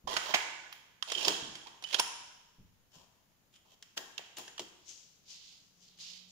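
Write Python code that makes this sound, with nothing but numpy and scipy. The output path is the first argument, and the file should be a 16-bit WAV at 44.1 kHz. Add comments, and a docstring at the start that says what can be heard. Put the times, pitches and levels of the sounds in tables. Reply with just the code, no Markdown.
"""A bare room, close to a phone: a cassette is pushed into a tape deck, the door shut, the keys pressed.
Hand and case bump softly. Sliding plastic and the blows of latches, keys and levers ring the deck's
modes, with brief squeaks and ringing clacks. Near the end something rustles off to one side and a
faint hum swells. The room rings on for about a second over a quiet noise floor."""
import sys
import numpy as np
from scipy import signal
from scipy.fft import rfft, irfft
from scipy.io import wavfile
from scipy.ndimage import uniform_filter1d

SR = 44100
rng = np.random.default_rng(int(sys.argv[2]) if len(sys.argv) > 2 else 0)


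def pcm_store(signal):
    """Save signal as 16-bit PCM."""
    levels = np.round(np.clip(np.atleast_2d(signal), -1, 1) * 32767)
    wavfile.write(sys.argv[1], SR, levels.astype(np.int16).T)


N = 278254


def amp(db):
    return 10 ** (np.asarray(db) / 20)


def unit_rms(x):
    return x / np.sqrt(np.mean(x ** 2, axis=-1, keepdims=True) + 1e-20)


def at_peak(sound, db):
    """Scales the loudest 3 ms to db RMS."""
    return sound * amp(db) / np.sqrt(uniform_filter1d(sound ** 2, 130).max())


def curve_at(points, hz):
    knots_hz, values = np.transpose(points)
    return np.interp(np.log(hz + 1), np.log(knots_hz + 1), values)


def add(mix, start_s, sound):
    part = mix[:, round(start_s * SR):][:, :sound.shape[1]]
    part += sound[:, :part.shape[1]]


def band(x, lo_hz, hi_hz, order=2):
    return signal.sosfilt(signal.butter(order, [lo_hz, hi_hz], "bandpass", fs=SR, output="sos"), x)


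def resonate(x, hz, width_hz):
    """Unity-gain resonance; hz may glide."""
    carrier = np.exp(2j * np.pi * np.cumsum(hz * np.ones(x.shape[-1])) / SR)
    pole = np.exp(-np.pi * width_hz / SR)
    return 2 * (carrier * signal.lfilter([1 - pole], [1, -pole], x / carrier)).real


def narrow_noise(count, hz, width_hz):
    return resonate(resonate(rng.standard_normal(count), hz, width_hz), hz, width_hz)


def envelope(t, rise_s, t60_s):
    return (1 - np.exp(-(t / rise_s) ** 2)) * amp(-60 * t / t60_s)


def pan_gains(pan_db):
    """pan_db is left minus right."""
    return amp(np.array([pan_db / 2, -pan_db / 2]))


def place(pair, pan_db):
    """The farther microphone port hears a near sound weaker and later."""
    lag = int(np.clip(-1.4 * pan_db, -14, 14))
    return pan_gains(pan_db)[:, None] * np.array([np.roll(pair[0], lag), pair[1]])


# diffuse field: (frequency [Hz], left-right correlation [-1..1])
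COHERENCE = [(60, 0.54), (180, 0.49), (550, 0.53), (1650, -0.04), (4970, 0.0), (15000, -0.41)]
def diffuse(pair):
    """Closely spaced ports hear a room alike in the bass."""
    count = pair.shape[1]
    shared = curve_at(COHERENCE, np.fft.rfftfreq(count, 1 / SR))
    left, right = rfft(pair)
    return irfft([left, shared * left + np.sqrt(1 - shared ** 2) * right], count)


# floor spectrum: (frequency [Hz], relative density [dB])
FLOOR_SPECTRUM = [(12, -30.5), (20, -9), (32, -19.5), (113, -13), (172, -12), (204, -14), (328, -20),
                  (410, -20), (1440, -22.5), (6910, -24), (7730, -32.5), (14700, -24.5), (16000, -28)]
def noise_floor(level_db=-71):
    """Steady diffuse noise, strongest in the bass."""
    spectrum = rfft(diffuse(rng.standard_normal((2, N))))
    spectrum *= amp(curve_at(FLOOR_SPECTRUM, np.fft.rfftfreq(N, 1 / SR)))
    return amp(level_db) * unit_rms(irfft(spectrum, N))


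# hand and case: (time [s], peak [dB], pitch [Hz], t60 [s])
CASE_BUMPS = [(0.038, -53, 93, 0.27), (1.156, -49, 355, 0.13), (1.27, -37.5, 357, 0.25),
              (1.417, -51.5, 180, 0.45), (1.998, -57, 258.5, 0.23), (2.583, -54.5, 83.4, 0.24),
              (2.957, -64, 96.4, 0.2), (3.982, -57.5, 343, 0.36), (4.379, -58, 313, 0.35),
              (4.601, -49, 329, 0.15)]
def bumps():
    """Hand and case bump: a low dying wobble, nearly equal at both ports."""
    out, t = np.zeros((2, N)), np.arange(SR // 2) / SR
    for start_s, db, hz, t60_s in CASE_BUMPS:
        wobble = narrow_noise(len(t), hz, width_hz=220) * envelope(t, 0.003, t60_s)
        add(out, start_s, pan_gains(-2.5)[:, None] * at_peak(wobble, db))
    return out


# deck modes: (frequency [Hz], width [Hz], gain [dB])
DECK_MODES = [(337.5, 30, -12.5), (680, 40, -8.5), (980, 333, 8), (1722, 750, 6), (2800, 660, -0.5),
              (3200, 150, -2), (4580, 350, -11.5), (5370, 300, 2), (6850, 620, -8), (9720, 900, 2.5),
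              (10650, 800, -2), (13400, 300, -12)]
def deck_ring(drive, contact_hz, bass_hz, bass_db, mid_db, treble_db, boost_db):
    """Plastic and sheet metal ring, most near the contact's two pitches. Band levels re 2.4-7.2 kHz."""
    ring = 0.44 * drive
    for hz, width_hz, db in DECK_MODES:
        nearness = np.exp(-(np.log(hz / contact_hz) / 0.09) ** 2)
        nearness += np.exp(-(np.log(hz / bass_hz) / 0.36) ** 2)
        ring += amp(db + boost_db * nearness) * resonate(drive, hz, width_hz)
    bands = [(330, 1300, bass_db), (1300, 2400, mid_db), (2400, 7200, 0), (7500, 16500, treble_db)]
    return sum(amp(db) * unit_rms(band(ring, lo_hz, hi_hz)) for lo_hz, hi_hz, db in bands)


def grains(count, per_s, spread_db, clump_db):
    """Uneven slips in clumps, partly shared by both ports."""
    clumps = amp(clump_db * unit_rms(uniform_filter1d(rng.standard_normal(count), 250)))
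    sizes = amp(spread_db * np.minimum(rng.exponential(1, (3, count)), 4))
    slips = sizes * (rng.random((3, count)) < per_s / SR)
    slips *= rng.choice([-1., 1.], slips.shape)
    return clumps * (slips[:2] + 0.49 * slips[2])


# sliding strokes, one list each: (time [s], level [dB], pitch [Hz], bass [dB])
RUB_PATHS = [
    [(0.071, -41.5, 3180, 4), (0.175, -38.5, 3420, -4.5), (0.2, -54.5, 3280, 3)],
    [(0.2, -50, 3300, -5), (0.306, -39.5, 3550, 0.5), (0.335, -54, 3660, -3)],
    [(1.07, -46.5, 3710, -7), (1.146, -40, 3150, -11), (1.292, -30, 3710, -5), (1.36, -57, 3650, -6)],
    [(1.83, -53, 2990, -2.5), (1.838, -55, 3050, -19), (1.99, -37, 3380, -5.5)],
    [(2.9, -82, 5850, -17), (2.942, -54, 4540, -10.5), (3.05, -67.5, 4550, -0.5)],
    [(3.525, -68.5, 3430, -15), (3.567, -60.5, 3200, -21.5), (3.61, -83, 3130, -13)],
    [(3.65, -70.5, 3250, 1), (3.742, -60.5, 3230, -10), (3.76, -99, 3140, -3)],
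    [(3.962, -64, 3590, -13), (3.972, -39.5, 3580, -5.5), (4.06, -67, 3440, -1)],
    [(4.19, -49.5, 2950, 4), (4.23, -70, 2960, -5)],
    [(4.365, -56, 4300, -5), (4.381, -43, 4250, -6), (4.43, -55, 3600, -3)],
    [(4.6, -43, 3440, -11), (4.612, -47.5, 3480, -7.5), (4.7, -71.5, 3700, -12)],
]
# one row per stroke: (pan [dB], bass pitch [Hz], mid [dB], treble [dB])
RUB_SETTINGS = [(-10, 560, -4.5, -19), (-12, 950, -3.5, -13), (-8.5, 560, -10.5, -18),
                (-6.5, 830, -13, -19.5), (4.5, 590, -10, -12.5), (0.5, 680, -17.5, -17.5),
                (0, 700, -11, -11), (3.5, 650, -4, -8), (2, 600, 0, -11), (1.5, 600, -9, -10.5),
                (1.5, 470, -14, -13)]
def rubs():
    """Plastic slides on plastic; stick-slip grains ring the deck."""
    out = np.zeros((2, N))
    for path, (pan_db, bass_hz, mid_db, treble_db) in zip(RUB_PATHS, RUB_SETTINGS):
        times_s, *columns = np.transpose(path)
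        t = np.arange(times_s[0], times_s[-1], 1 / SR)
        db, hz, bass_db = (np.interp(t, times_s, column) for column in columns)
        slips = grains(len(t), per_s=3200, spread_db=4.0, clump_db=2.5)
        ring = deck_ring(slips, hz, bass_hz, bass_db, mid_db, treble_db, boost_db=9.5)
        add(out, times_s[0], place(amp(db) * ring * signal.windows.tukey(len(t), 0.05), pan_db))
    return out


# clicks of latches, keys and levers, plus a last tick that starts a burst of rustle:
# (time [s], peak [dB], pitch [Hz], bass pitch [Hz], bass [dB], mid [dB], treble [dB], pan [dB],
# rise [s], t60 [s], room send [dB])
CLICKS = [(0.1086, -41, 3050, 902, -24, -9, -10.5, -5, 0.0019, 0.027, 10.5),
          (0.164, -26.5, 2550, 1020, -20, -39, -21.5, -11.5, 0.0042, 0.027, 0.5),
          (0.3389, -19, 2300, 1030, -4.5, -13.5, -15.5, -4.5, 0.0047, 0.059, -4),
          (0.725, -39.5, 3200, 1070, -23, -27, -7, -7, 0.0017, 0.026, -2.5),
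          (1.0243, -30, 3280, 1000, -35, -9.5, -30, -15, 0.0022, 0.013, -4),
          (1.0981, -37, 3644, 993, -26, -28, -21, -12, 0.0028, 0.017, -11),
          (1.1183, -25, 3450, 890, -9, -13, -22, -7, 0.00075, 0.026, -5),
          (1.2478, -28.5, 2930, 780, -11.5, -12, -22, -12.5, 0.0018, 0.026, -10),
          (1.28, -16, 3200, 361, -10.5, -8.5, -14.5, -6, 0.0021, 0.015, -4.5),
          (1.5525, -39.5, 3340, 810, -27, -20, -29, -5.5, 0.0012, 0.03, -1),
          (1.6686, -46, 3230, 1160, -1.5, -25, -17.5, -12.5, 0.0011, 0.056, 2),
          (1.8231, -43.5, 3670, 304, -5, -5, -22, -7, 0.00088, 0.035, 0),
          (1.8384, -34, 2920, 999, -15.5, -17, -27, -7.5, 0.0014, 0.028, -18),
          (1.9073, -42, 3540, 1200, -27, -40, -17, -0.5, 0.0026, 0.019, -15),
          (1.9264, -33, 4600, 1010, -6, -15, -38.5, -12, 0.002, 0.094, -24),
          (1.9435, -20.5, 3170, 980, -11, -9.5, -39, -12.5, 0.00073, 0.034, -18),
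          (1.9843, -28, 4480, 850, -7, -7, -33, -8, 0.0059, 0.057, -7.5),
          (1.9949, -16.5, 5400, 942, -11, -12, -15, -5, 0.002, 0.026, -5.5),
          (3.8242, -42.5, 5020, 624, -22, -15.5, -14, 1, 0.0013, 0.028, -5),
          (3.9757, -28.5, 3700, 627, -15.5, -10, -12, -4, 0.0011, 0.024, -8),
          (4.1786, -33, 2780, 974, -34, -26, -16, -9.5, 0.00087, 0.028, -4),
          (4.368, -40, 6850, 483, -17, -14, -15, -0.5, 0.0017, 0.03, 3.5),
          (4.3828, -38.5, 2570, 980, -16, -17, 0, 2, 0.00067, 0.021, -8),
          (4.4775, -42, 2620, 350, -8, -3.5, -16, -2, 0.002, 0.029, -4.5),
          (4.578, -38, 2710, 1020, -24, -10, -19, -3.5, 0.0024, 0.024, -6),
          (4.5936, -30.5, 2570, 630, -8.5, -16.5, -18, -1.5, 0.0012, 0.026, -14),
          (5.9857, -55.5, 3320, 350, -30, -25, -44, 0, 0.00089, 0.035, -9)]
def clicks():
    """Brief rattling contacts ring the modes. 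Returns direct sound and room send."""
    direct, send, t = np.zeros((2, N)), np.zeros((2, N)), np.arange(4000) / SR
    impulse = np.tile(t == 0, (2, 1)) * 1.
    for start_s, db, *timbre, pan_db, rise_s, t60_s, send_db in CLICKS:
        chatter = rng.standard_normal((2, len(t))) * amp(3.5 * rng.standard_normal(len(t)))
        chatter *= envelope(t, rise_s, t60_s)
        click = at_peak(deck_ring(chatter, *timbre, boost_db=12.5), db)
        add(direct, start_s, place([click[0], 0.61 * click[0] + 0.6 * click[1]], pan_db))
        # rattle averages out over all directions: the room gets the plain ring
        ring = unit_rms(deck_ring(impulse, *timbre, boost_db=11.5))
        click_rms = np.sqrt(np.mean(click ** 2))
        add(send, start_s + rise_s, amp(send_db) * click_rms * ring)
    return direct, send


# single resonances: (time [s], peak [dB], pitch [Hz], width [Hz], rise [s], t60 [s], pan [dB])
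PART_RINGS = [(0.164, -27.5, 1300, 900, 0.0024, 0.045, -7.5),
              (0.339, -23.5, 1990, 1340, 0.0008, 0.093, -7.5), (1.148, -30, 3165, 199.2, .003, .04, -8),
              (1.173, -35, 3050, 200, .004, .06, -8.5), (1.215, -36.5, 2790, 200, .004, .07, -7.5),
              (1.247, -27, 5180, 400, .003, .04, -5), (1.649, -52.5, 890, 60, .006, .1, -6),
              (1.842, -38, 3004, 121.5, .004, .08, -9), (1.995, -30, 889, 198, 0.0018, 0.035, -3.5),
              (3.53, -63, 3200, 500, .015, .3, 2.5), (1.997, -27, 9700, 332, .002, .03, -3.5)]
def part_rings():
    """Brief single resonances, from narrow squeaks to the broad ringing body of clacks."""
    out, t = np.zeros((2, N)), np.arange(9000) / SR
    for start_s, db, hz, width_hz, rise_s, t60_s, pan_db in PART_RINGS:
        ring = at_peak(narrow_noise(len(t), hz, width_hz) * envelope(t, rise_s, t60_s), db)
        add(out, start_s, place([ring, ring], pan_db))
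    return out


# rustle: (time [s], level [dB], centre [Hz], pan [dB])
RUSTLE_PATH = [(4.8, -77, 3860, 2), (4.854, -63, 5900, 1), (4.888, -47, 6270, 5.5), (5.224, -77, 4720, -2),
               (5.304, -47.5, 5240, 3.5), (5.404, -55.5, 4600, -4), (5.526, -55.5, 4600, -1.0),
               (5.736, -78, 4940, 10.5), (5.786, -71.5, 5900, 6), (5.832, -58, 5400, 1.5),
               (5.942, -66, 3640, -1), (5.966, -70, 4400, 3), (6.008, -45, 4400, 1.5),
               (6.106, -48, 4800, -7), (6.19, -55, 4500, -5), (6.248, -66, 3570, -14),
               (6.31, -64.5, 5400, 19)]
def rustle():
    """Dense fine grains through a broad moving resonance, with faint skirts above and below."""
    times_s, *columns = np.transpose(RUSTLE_PATH)
    t = np.arange(times_s[0], times_s[-1], 1 / SR)
    db, hz, pan_db = (np.interp(t, times_s, column) for column in columns)
    fizz = grains(len(t), per_s=12000, spread_db=2.0, clump_db=1.1)
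    core = unit_rms(band(resonate(fizz, hz, width_hz=1800) + 0.4 * fizz, 2660, 6750, order=3))
    skirts = amp(-21) * unit_rms(band(fizz, 7000, 12600)) + amp(-28.5) * unit_rms(band(fizz, 450, 1500))
    out = np.zeros((2, N))
    add(out, times_s[0], amp(db) * pan_gains(pan_db) * (core + skirts))
    return out


# hum: (time [s], pitch [Hz], level [dB])
HUM_PATH = [(5.0, 183.2, -103.5), (5.272, 180.8, -82.5), (5.48, 181.1, -98), (5.734, 179.7, -82),
            (6.31, 183.2, -73)]
def hum():
    """A faint low sine that swells near the end."""
    t = np.arange(N) / SR
    times_s, hz, db = np.transpose(HUM_PATH)
    phase = 2 * np.pi * np.cumsum(np.interp(t, times_s, hz)) / SR
    return np.sqrt(2) * amp(np.interp(t, times_s, db, left=-120)) * np.sin(phase)


# room decay: (frequency [Hz], t60 [s])
ROOM_T60 = [(100, 1), (400, 1), (1040, 1), (2760, 1), (7280, 0.92), (14000, 0.4)]
# tail colour: (frequency [Hz], gain [dB])
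ROOM_EQ = [(100, 0.5), (500, -7.5), (1500, 2), (4000, -4), (8000, -1), (15000, 3)]
def room(send, build_s=0.002):
    """Dense reflections build up, then die away, fastest in the treble."""
    hz, t, noise = signal.stft(rng.standard_normal((2, SR)), SR, nperseg=256)
    decay_db = curve_at(ROOM_EQ, hz)[:, None] - 60 * t / curve_at(ROOM_T60, hz)[:, None]
    _, tail = signal.istft(noise * amp(decay_db), SR, nperseg=256)
    tail *= 1 - np.exp(-(np.arange(tail.shape[1]) / SR / build_s) ** 2)
    tail /= np.linalg.norm(tail[0])
    return diffuse(signal.fftconvolve(send, tail, axes=1)[:, :N])


def scene():
    """Direct sounds and their reverberation over floor and hum."""
    clicked, send = clicks()
    rubbed, rustled, rung, bumped = rubs(), rustle(), part_rings(), bumps()
    reverb = room(send + amp(-2.5) * bumped + amp(-3) * rubbed + amp(-6) * rung + amp(-5) * rustled)
    return noise_floor() + bumped + rubbed + clicked + rung + rustled + hum() + reverb


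# port response: (frequency [Hz], gain [dB])
PORT_EQ = [(200, 3), (2000, -1.5), (7300, -6), (7900, -8.5), (15000, -0.5)]
# port resonances: (frequency [Hz], width [Hz], gain [dB])
PORT_MODES = [(3050, 316, 2.5), (4900, 370, 2), (6800, 1500, 4.5), (10300, 930, 2.5), (14800, 900, 0.5)]
# port mismatch: (frequency [Hz], left minus right [dB])
PORT_BALANCE = [(200, 3), (1000, 3.5), (2500, -4), (4400, -6), (8000, 13.5), (15000, -1)]
def record(dry, cutoff_hz=15700):
    """The phone's ports resonate, lose treble and differ in colour; a low-pass limits the band."""
    hz = np.fft.rfftfreq(N, 1 / SR)
    modes_db = sum(db / (1 + (2 * (hz - mode_hz) / width_hz) ** 2) for mode_hz, width_hz, db in PORT_MODES)
    response = amp(curve_at(PORT_EQ, hz) + modes_db) * pan_gains(curve_at(PORT_BALANCE, hz))
    heard = irfft(rfft(dry) * response, N)
    lowpass = signal.firwin(511, cutoff_hz, window=("kaiser", 9), fs=SR)
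    return signal.oaconvolve(heard, lowpass[None], "same")


dry = scene()
out = record(dry)
pcm_store(out)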